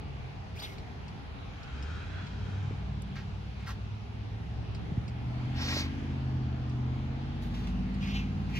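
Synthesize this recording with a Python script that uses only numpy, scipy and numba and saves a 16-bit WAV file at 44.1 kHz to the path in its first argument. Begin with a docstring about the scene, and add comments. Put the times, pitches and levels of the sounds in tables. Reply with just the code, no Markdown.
"""Wet street beyond a lawn on a sleety night, heard with a hand-held phone: an uneven eight-cylinder truck
pulls away and shifts gear. Its engine is a sum of orders of the engine cycle, its tyre spray is noise in tread
resonances. Town rumble, road roar and hiss are bands of noise; a far hum is one drifting tone. Close by, a coat
sleeve swishes and its seam snaps (filtered noise), sleet ticks on sheet metal (short noise bursts), and the hand
taps and knocks the phone (a soft pulse and short sagging tones)."""
import sys
import numpy as np
from scipy import signal
from scipy.fft import irfft, next_fast_len
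from scipy.io import wavfile
from scipy.ndimage import uniform_filter1d
from numba import njit

SR = 44100
rng = np.random.default_rng(int(sys.argv[2]) if len(sys.argv) > 2 else 0)


def to_wav(sig):
    """Store sig (one row per channel, or 1-D mono) as 16-bit WAV at the path in sys.argv[1].

    Samples outside -1..1 are clipped; the rate is SR.
    """
    pcm = np.clip(np.atleast_2d(sig), -1, 1) * 32767
    pcm = np.round(pcm).astype(np.int16)
    wavfile.write(sys.argv[1], SR, pcm.T)  # frames by channels


N = 378819
T = np.arange(N) / SR


def undb(db):
    """Decibels to amplitude."""
    return 10 ** (np.asarray(db) / 20)


def curves(table, fade_s=.03):
    """A gate that opens at the first time and closes after the last, then each column over time."""
    s, *columns = np.transpose(table)
    gate = np.clip(np.minimum(T - s[0], s[-1] + fade_s - T) / fade_s, 0, 1)
    return [gate] + [np.interp(T, s, c) for c in columns]


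def over_hz(points, hz):
    """Read a curve of (Hz, value) points along a log frequency axis."""
    f, value = np.transpose(points)
    return np.interp(np.log(hz), np.log(f), value)


@njit
def svf(x, hz, width):
    """State-variable band-pass with a moving centre, gain 1 there."""
    y, b, l = np.empty(len(x)), 0., 0.
    for i in range(len(x)):
        g, k = np.tan(np.pi * hz[i] / SR), width / hz[i]
        v = (b + g * (x[i] - l)) / (1 + g * (g + k))
        b, l, y[i] = 2 * v - b, l + 2 * g * v, k * v
    return y


def twice(x, hz, width):
    """Pass a sound through the same moving resonance twice and bring it to rms 1."""
    return unit(svf(svf(x, hz, width), hz, width))


def band(lo_hz, hi_hz):
    """Noise between two edges; its power follows a raised cosine on a log frequency axis."""
    size = next_fast_len(N)
    f = np.arange(size // 2 + 1) * SR / size
    place = np.log(np.maximum(f, 1) / lo_hz) / np.log(hi_hz / lo_hz)
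    used = (place > 0) & (place < 1)
    bins = np.zeros(len(f), complex)
    bins[used] = np.sin(np.pi * place[used]) * (rng.standard_normal((used.sum(), 2)) @ [1, 1j])
    return irfft(bins, size)[:N]


def unit(x):
    """Scale to rms 1."""
    return x / np.sqrt(np.mean(x ** 2))


def walk(rate, size=N):
    """Random levels held 1 / rate s and slewed twice; spread near 1."""
    k = int(SR / rate)
    steps = np.repeat(rng.standard_normal(size // k + 1), k)
    return 1.3 * uniform_filter1d(uniform_filter1d(steps, k), k)[:size]


def ports(x, lag):
    """One sound at two microphone ports, the right one later by lag samples."""
    return np.array([x, np.roll(x, lag)])


def tone(turns, db, waver_db):
    """A partial whose rms level wavers around db on its way through the air."""
    return np.sqrt(2) * undb(db + waver_db * walk(9)) * np.sin(2 * np.pi * (turns + rng.random()))


def ring(events, share, decay_s):
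    """Short bursts of noise at (s, peak dB, Hz), each through resonances tied to its pitch by a share."""
    out, t = np.zeros(N + SR), np.arange(SR // 20) / SR
    for (s, db, hz), noise in zip(events, rng.standard_normal((len(events), len(t)))):
        centre = np.full(len(t), 1. * hz)
        narrow = svf(noise * np.exp(-t / decay_s), centre, share * hz)
        burst = svf(narrow, centre, 2. * share * hz)
        out[int(s * SR):][:len(t)] += undb(db) * burst / abs(burst).max()
    return out[:N]


def night():
    """Quarter-octave steps of noise make rumble, roar and hiss; each band flickers a little on its own."""
    # background over time: t/s, rumble change/dB, road roar/dB, hiss/dB (the last two count from their means)
    background = [(0, -1.5, -1.5, 0.5), (1.6, -2.5, -2, 1), (2.5, -0.5, -0.5, 0.5), (3.2, -3, -4, 1),
                  (4.1, -2.5, -4, -0.5), (4.6, 0.5, -3, 0.5), (4.85, 3.5, -0.5, 1), (5.1, -1.5, -1, -0.5),
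                  (5.6, -1, 1, 5), (6.6, -1.5, 0.5, 0.5), (8.59, 1, -1.5, 2.5)]
    # spectrum of the night air: f/Hz, relative density/dB per Hz
    air = [(25, -32.5), (52, -2), (110, -2.5), (152, -5.5), (227, -14.5), (330, -26.5), (550, -29.5),
           (945, -26), (1900, -30), (2600, -30), (4800, -39), (6800, -50.5), (8600, -63), (11500, -56.5),
           (13200, -87.5), (15500, -64.5)]
    # resonances of the rumble: f/Hz, width/Hz, level/dB
    drones = [(290.5, 15.5, 7.5), (425.2, 71, 13), (738.7, 74, 14.5)]
    # share common to both ports: f/Hz, share/0-1
    alike = [(60, 1), (250, 0.48), (600, 0.24), (1500, 0.07), (12000, 0.26)]
    # the hand shades the right port: f/Hz, left minus right/dB
    shade = [(170, -0.5), (600, 4.5), (1300, -0.5)]
    opening_db = -40  # rms of the first half second
    _, rumble_db, *upper_db = curves(background)
    changes = np.array([rumble_db] + [db - db.mean() for db in upper_db])
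    out = 0
    for hz in 25 * 2 ** np.arange(0, 9.4, 1 / 4):
        # 0 is rumble, 1 roar, 2 hiss; bands between blend two of them
        place = over_hz([(200, 0), (700, 1), (3000, 2)], hz)
        weights = np.clip(1 - abs(place - np.arange(3)), 0, 1)
        lift = sum((undb(db) - 1) / (1 + (2 * (hz - f) / w) ** 2) for f, w, db in drones)
        common, left, right = (band(hz * 2 ** -.25, hz * 2 ** .25) for _ in range(3))
        share = np.clip(over_hz(alike, hz), 0, 1)
        pair = np.sqrt(share) * ports(common, lag=13) + np.sqrt(1 - share) * np.array([left, right])
        pair *= undb(over_hz(shade, hz) * np.array([[.5], [-.5]]))
        level_db = over_hz(air, hz) + weights @ changes + 1.4 * walk(8.8)
        out = out + (1 + lift) * undb(level_db) * pair
    return out * undb(opening_db) / np.sqrt(np.mean(out[:, :SR // 2] ** 2))


def cloth(fold_hz, width_hz, broad_db, sheen_db, rub_db, size):
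    """Fibres slip in a dense crackle; a fold of the cloth rings in a moving band."""
    crackle_db = 2.5 * rng.exponential(size=size) * (rng.random(size) < .05)  # one slip in twenty is stronger
    slips = rng.standard_normal(size) * undb(crackle_db + 2.2 * walk(70, size))
    # the body mirrors the rustle 3.7 ms later and ripples its colour
    slips = slips + .55 * np.roll(slips, int(.0037 * SR))
    fold = twice(slips, fold_hz, width_hz)
    broad = twice(slips, np.full(size, 3200.), 6000.)
    rub = twice(slips, np.full(size, 1050.), 3000.)
    dull = signal.butter(4, 6800, fs=SR, output="sos")
    body = signal.sosfilt(dull, fold + undb(broad_db) * broad)
    high = signal.butter(2, (8700, 14500), "band", fs=SR, output="sos")
    sheen = unit(signal.sosfilt(high, slips))
    return body + undb(sheen_db) * sheen + undb(rub_db) * rub


def sleeve():
    """Each swish swells, holds and dies, from its own side; its fold band follows the force of the stroke."""
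    # coat sleeve close by: t/s, attack/s, hold/s, release/s, level/dB, fold band f/Hz at start, at hold, at end,
    # fold band width/Hz, broad rustle/dB, high sheen/dB, low rub/dB, right port late by/samples
    swishes = [(0.545, 0.058, 0.004, 0.03, -46.5, 1900, 4600, 4900, 520, -3, -13, -9, 17),
               (.612, .012, .032, .06, -49, 3200, 3700, 2600, 900, -1, -9, -2, 16),
               (.648, .012, .04, .12, -55.5, 2300, 2180, 2100, 350, 1, -9, -4, 16),
               (3.153, .002, .016, .09, -49, 1700, 1850, 1700, 1400, -3, -22, -4, -1),
               (3.562, .04, 0.036, .06, -61.5, 2494, 2300, 2400, 900, -13, -18, 4, -1),
               (3.654, 0.033, 0.025, .045, -44, 1700, 1330, 1200, 1330, -3.5, -14, -13, -1.5),
               (5.553, 0.035, 0.06, 0.16, -48, 5000, 5350, 5900, 650, -12, -31, -8, 6),
               (5.53, 0.13, 0.15, .16, -46, 1900, 2130, 2300, 1500, -10, -25, 2.5, 7),
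               (5.55, .155, 0.105, 0.075, -39.5, 3800, 4350, 3700, 2800, -8, -19, -8, 7),
               (7.41, 0.014, .01, .12, -65, 4500, 4100, 2400, 2500, 7, -1, -11, 13.5),
               (7.484, 0.079, 0.13, 0.1, -59.5, 3000, 2600, 2400, 2500, 0.5, -15, -18, 20),
               (7.995, 0.035, 0.08, 0.06, -50, 2800, 2500, 2800, 1600, -3, -20, -4, 16),
               (8.085, 0.055, 0.05, 0.14, -46, 2900, 2700, 2400, 1100, -5, -23, -8, 14.5),
               (8.485, 0.07, 0.05, 0.1, -44.5, 2350, 2450, 2500, 1200, -6, -21, -14, 20)]
    start_db, end_db = -14, -24  # relative to the level of the swish
    fold_power = 2  # the fold band moves as this power of the swish's strength
    out = np.zeros((2, N))
    for (s, attack_s, hold_s, release_s, top_db, from_hz, top_hz, to_hz, width_hz,
         broad_db, sheen_db, rub_db, lag) in swishes:
        times = s + np.cumsum(np.abs([0, attack_s, hold_s, release_s]))
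        gate, db = curves(list(zip(times, (start_db, 0, 0, end_db))), fade_s=0.013)
        on = gate > 0
        slack_hz = np.where(T[on] < times[1], from_hz, to_hz)
        hz = slack_hz + (top_hz - slack_hz) * undb(fold_power * db[on])
        near, left, right = (cloth(hz, 1. * width_hz, broad_db, sheen_db, rub_db, on.sum())
                             for _ in range(3))
        pair = .92 * ports(near, round(lag)) + .39 * np.array([left, right])
        out[:, on] += gate[on] * undb(top_db + db[on]) * pair
    return out


def seam():
    """A stiff seam snaps close in front: noise bursts die in milliseconds through a wide resonance."""
    # snaps: t/s, peak level/dB, f/Hz
    snaps = [(.62, -36.5, 600), (3.02, -44, 6260), (3.156, -42, 1800), (5.766, -27, 480),
             (5.796, -32, 2980), (7.672, -35.5, 2360)]
    return ports(ring(snaps, share=.9, decay_s=.004), lag=4)


def sleet():
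    """Sleet ticks on sheet metal off to the side: each short burst excites three modes of the metal."""
    # ticks: t/s, level/dB ahead of the mode levels
    ticks = [(0.782, -43), (1.08, -43.5), (1.6307, -44.5), (1.825, -40.5), (2.2673, -44), (4.7468, -42.5),
             (5.079, -41.5), (6.695, -48.5), (7.9416, -46)]
    # modes of the metal: f/Hz, width/share of f, level/dB
    modes = [(4500, .25, -2), (2450, .3, -5), (6300, .5, -15)]
    spread, decay_s = .06, .011  # share by which the pitch of a mode varies, decay of the burst
    out = 0
    for hz, share, mode_db in modes:
        events = [(s, db + mode_db, hz * (1 + spread * rng.standard_normal())) for s, db in ticks]
        out = out + ring(events, share, decay_s)
    return ports(out, lag=17)


def tyres():
    """Spray from straight ahead, coloured by the tread; houses scatter part of it to each side."""
    # tyres on the wet corner: t/s, level/dB, tread pitch/share of its mean, lowest tread band/dB
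    spray = [(1.5, -70, .97, 6), (1.68, -58, 0.99, 7), (1.92, -53, 0.98, 5), (2.2, -54, 1.04, 6),
             (2.3, -55, 1.01, 0), (2.65, -57.5, 0.96, 1.5), (2.9, -66, 0.9, 2)]
    # tread resonances: f/Hz, width/Hz, level/dB
    tread = [(1450, 520, 0), (2500, 400, -3), (3230, 250, -4), (3900, 300, -8), (4500, 6000, -5)]
    gate, db, share, low_db = curves(spray, fade_s=0.045)

    def coloured():
        """One independent stream of spray through all the tread resonances."""
        out = 0
        for k, (hz, width_hz, tread_db) in enumerate(tread):
            level_db = tread_db + low_db * (k == 0) + 2.0 * walk(9)
            out = out + undb(level_db) * twice(rng.standard_normal(N), hz * share, 1. * width_hz)
        return out / 2

    ahead, left, right = (coloured() for _ in range(3))
    near = 0.85 * ports(ahead, lag=1) + np.array([left, right])
    # the spray is dulled above 6.8 kHz
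    far = signal.sosfilt(signal.butter(4, 6800, fs=SR, output="sos"), near)
    return gate * undb(db + walk(10.12)) * far


def truck():
    """Orders of the engine cycle: eight firings a cycle, the uneven banks fill in the others."""
    # engine speed: t/s, four-stroke cycle rate f/Hz
    cycle = [(1.55, 7.2), (1.75, 8.2), (2.1, 10.9), (2.25, 11.8), (2.6, 12.25), (3.0, 12.4), (3.3, 12.1),
             (3.6, 12.4), (5.1, 14.75), (5.98, 16.95), (6.5, 15.65), (6.75, 15.5), (7.5, 17.15),
             (7.8, 17.65), (8.59, 18.65)]
    # engine as heard from the lawn: t/s, firing tone level/dB, exhaust bark level/dB
    heard = [(1.55, -58, -64), (1.75, -36.5, -69), (2.35, -40.5, -49.5), (2.62, -35.5, -53),
             (2.9, -41, -50), (3.75, -44, -54), (4.3, -39.5, -58.5), (4.9, -43.5, -54.5), (5.3, -35, -45.5),
             (5.6, -38.5, -43), (5.95, -44, -43.5), (6.45, -33, -42), (6.95, -33.5, -43),
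             (7.4, -40.5, -44.5), (7.85, -46.5, -47.5), (8.2, -38, -47.5), (8.59, -39.5, -50)]
    # other orders in the bark: order/cycles, level/dB pulling away, level/dB behind the fence,
    # level/dB once the tailpipe has swung round (all relative to the bark)
    bark = [(3, -11, -6.5, 10), (5, 9.5, 4, 3.5), (10, -15, -13, 2.5), (11, 2.5, -16, 9.5), (13, -9, -2, 0),
            (14, -10, -8.5, 0), (15, -7, -15.5, -8.5), (16, 0, -4.5, -24), (17, -6, -17.5, -6.5),
            (19, -17, -8.5, -14), (21, -17, -14.5, -31)]
    swing_s, swing_span_s = (5.03, 7.45), 0.62  # middle of each change of level, and how long it takes
    gate, firing_db, bark_db = curves(heard, fade_s=0.32)
    turns = np.cumsum(curves(cycle)[1] * (1 + 0.0016 * walk(12))) / SR
    out = tone(8 * turns, firing_db, 1.53)
    hidden, swung = (np.clip((T - s) / swing_span_s + .5, 0, 1) for s in swing_s)
    for order, away_db, hidden_db, round_db in bark:
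        order_db = away_db + hidden * (hidden_db - away_db) + swung * (round_db - hidden_db)
        out += tone(order * turns, bark_db + order_db + 1.9 * walk(2.5), 1.2)
    return ports(gate * out, lag=10)


def hum():
    """A slowly drifting tone from far off."""
    # hum: t/s, f/Hz, level/dB
    drift = [(2.25, 137, -45), (3.15, 140.9, -49), (3.5, 144, -57)]
    gate, hz, db = curves(drift, fade_s=0.24)
    return ports(gate * tone(np.cumsum(hz) / SR, db, 2), lag=10)


def tap():
    """A fingertip's soft push on the case: one smooth pulse of pressure."""
    start_s, db, push_s = 2.7088, -26, .0028
    out = np.zeros(N)
    push = np.hanning(int(push_s * SR))
    out[int(start_s * SR):][:len(push)] += undb(db) * push
    return ports(out, lag=4)


def knocks():
    """The hand knocks the phone: a short swelling tone sags in pitch as the grip settles."""
    # knocks: t/s, peak level/dB, start f/Hz, end f/Hz
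    blows = [(4.915, -24.5, 430, 75), (4.971, -21, 450, 75)]
    out, t = np.zeros(N + SR), np.arange(SR // 20) / SR
    for s, db, hi_hz, lo_hz in blows:
        hz = lo_hz + (hi_hz - lo_hz) * np.exp(-t / .006)
        peak_s = .8 / lo_hz  # a deeper knock swells and lasts longer
        swell = (t / peak_s * np.exp(1 - t / peak_s)) ** 3
        out[int(s * SR):][:len(t)] += undb(db) * swell * np.sin(2 * np.pi * np.cumsum(hz) / SR)
    return ports(out[:N], lag=4)


def scene():
    """All sources together at the two microphone ports."""
    return night() + sleeve() + seam() + sleet() + tyres() + truck() + hum() + tap() + knocks()


def record(dry):
    """The phone cuts the top above 15.8 kHz."""
    return signal.sosfilt(signal.ellip(8, .2, 70, 15800, fs=SR, output="sos"), dry)


dry = scene()
out = record(dry)
to_wav(out)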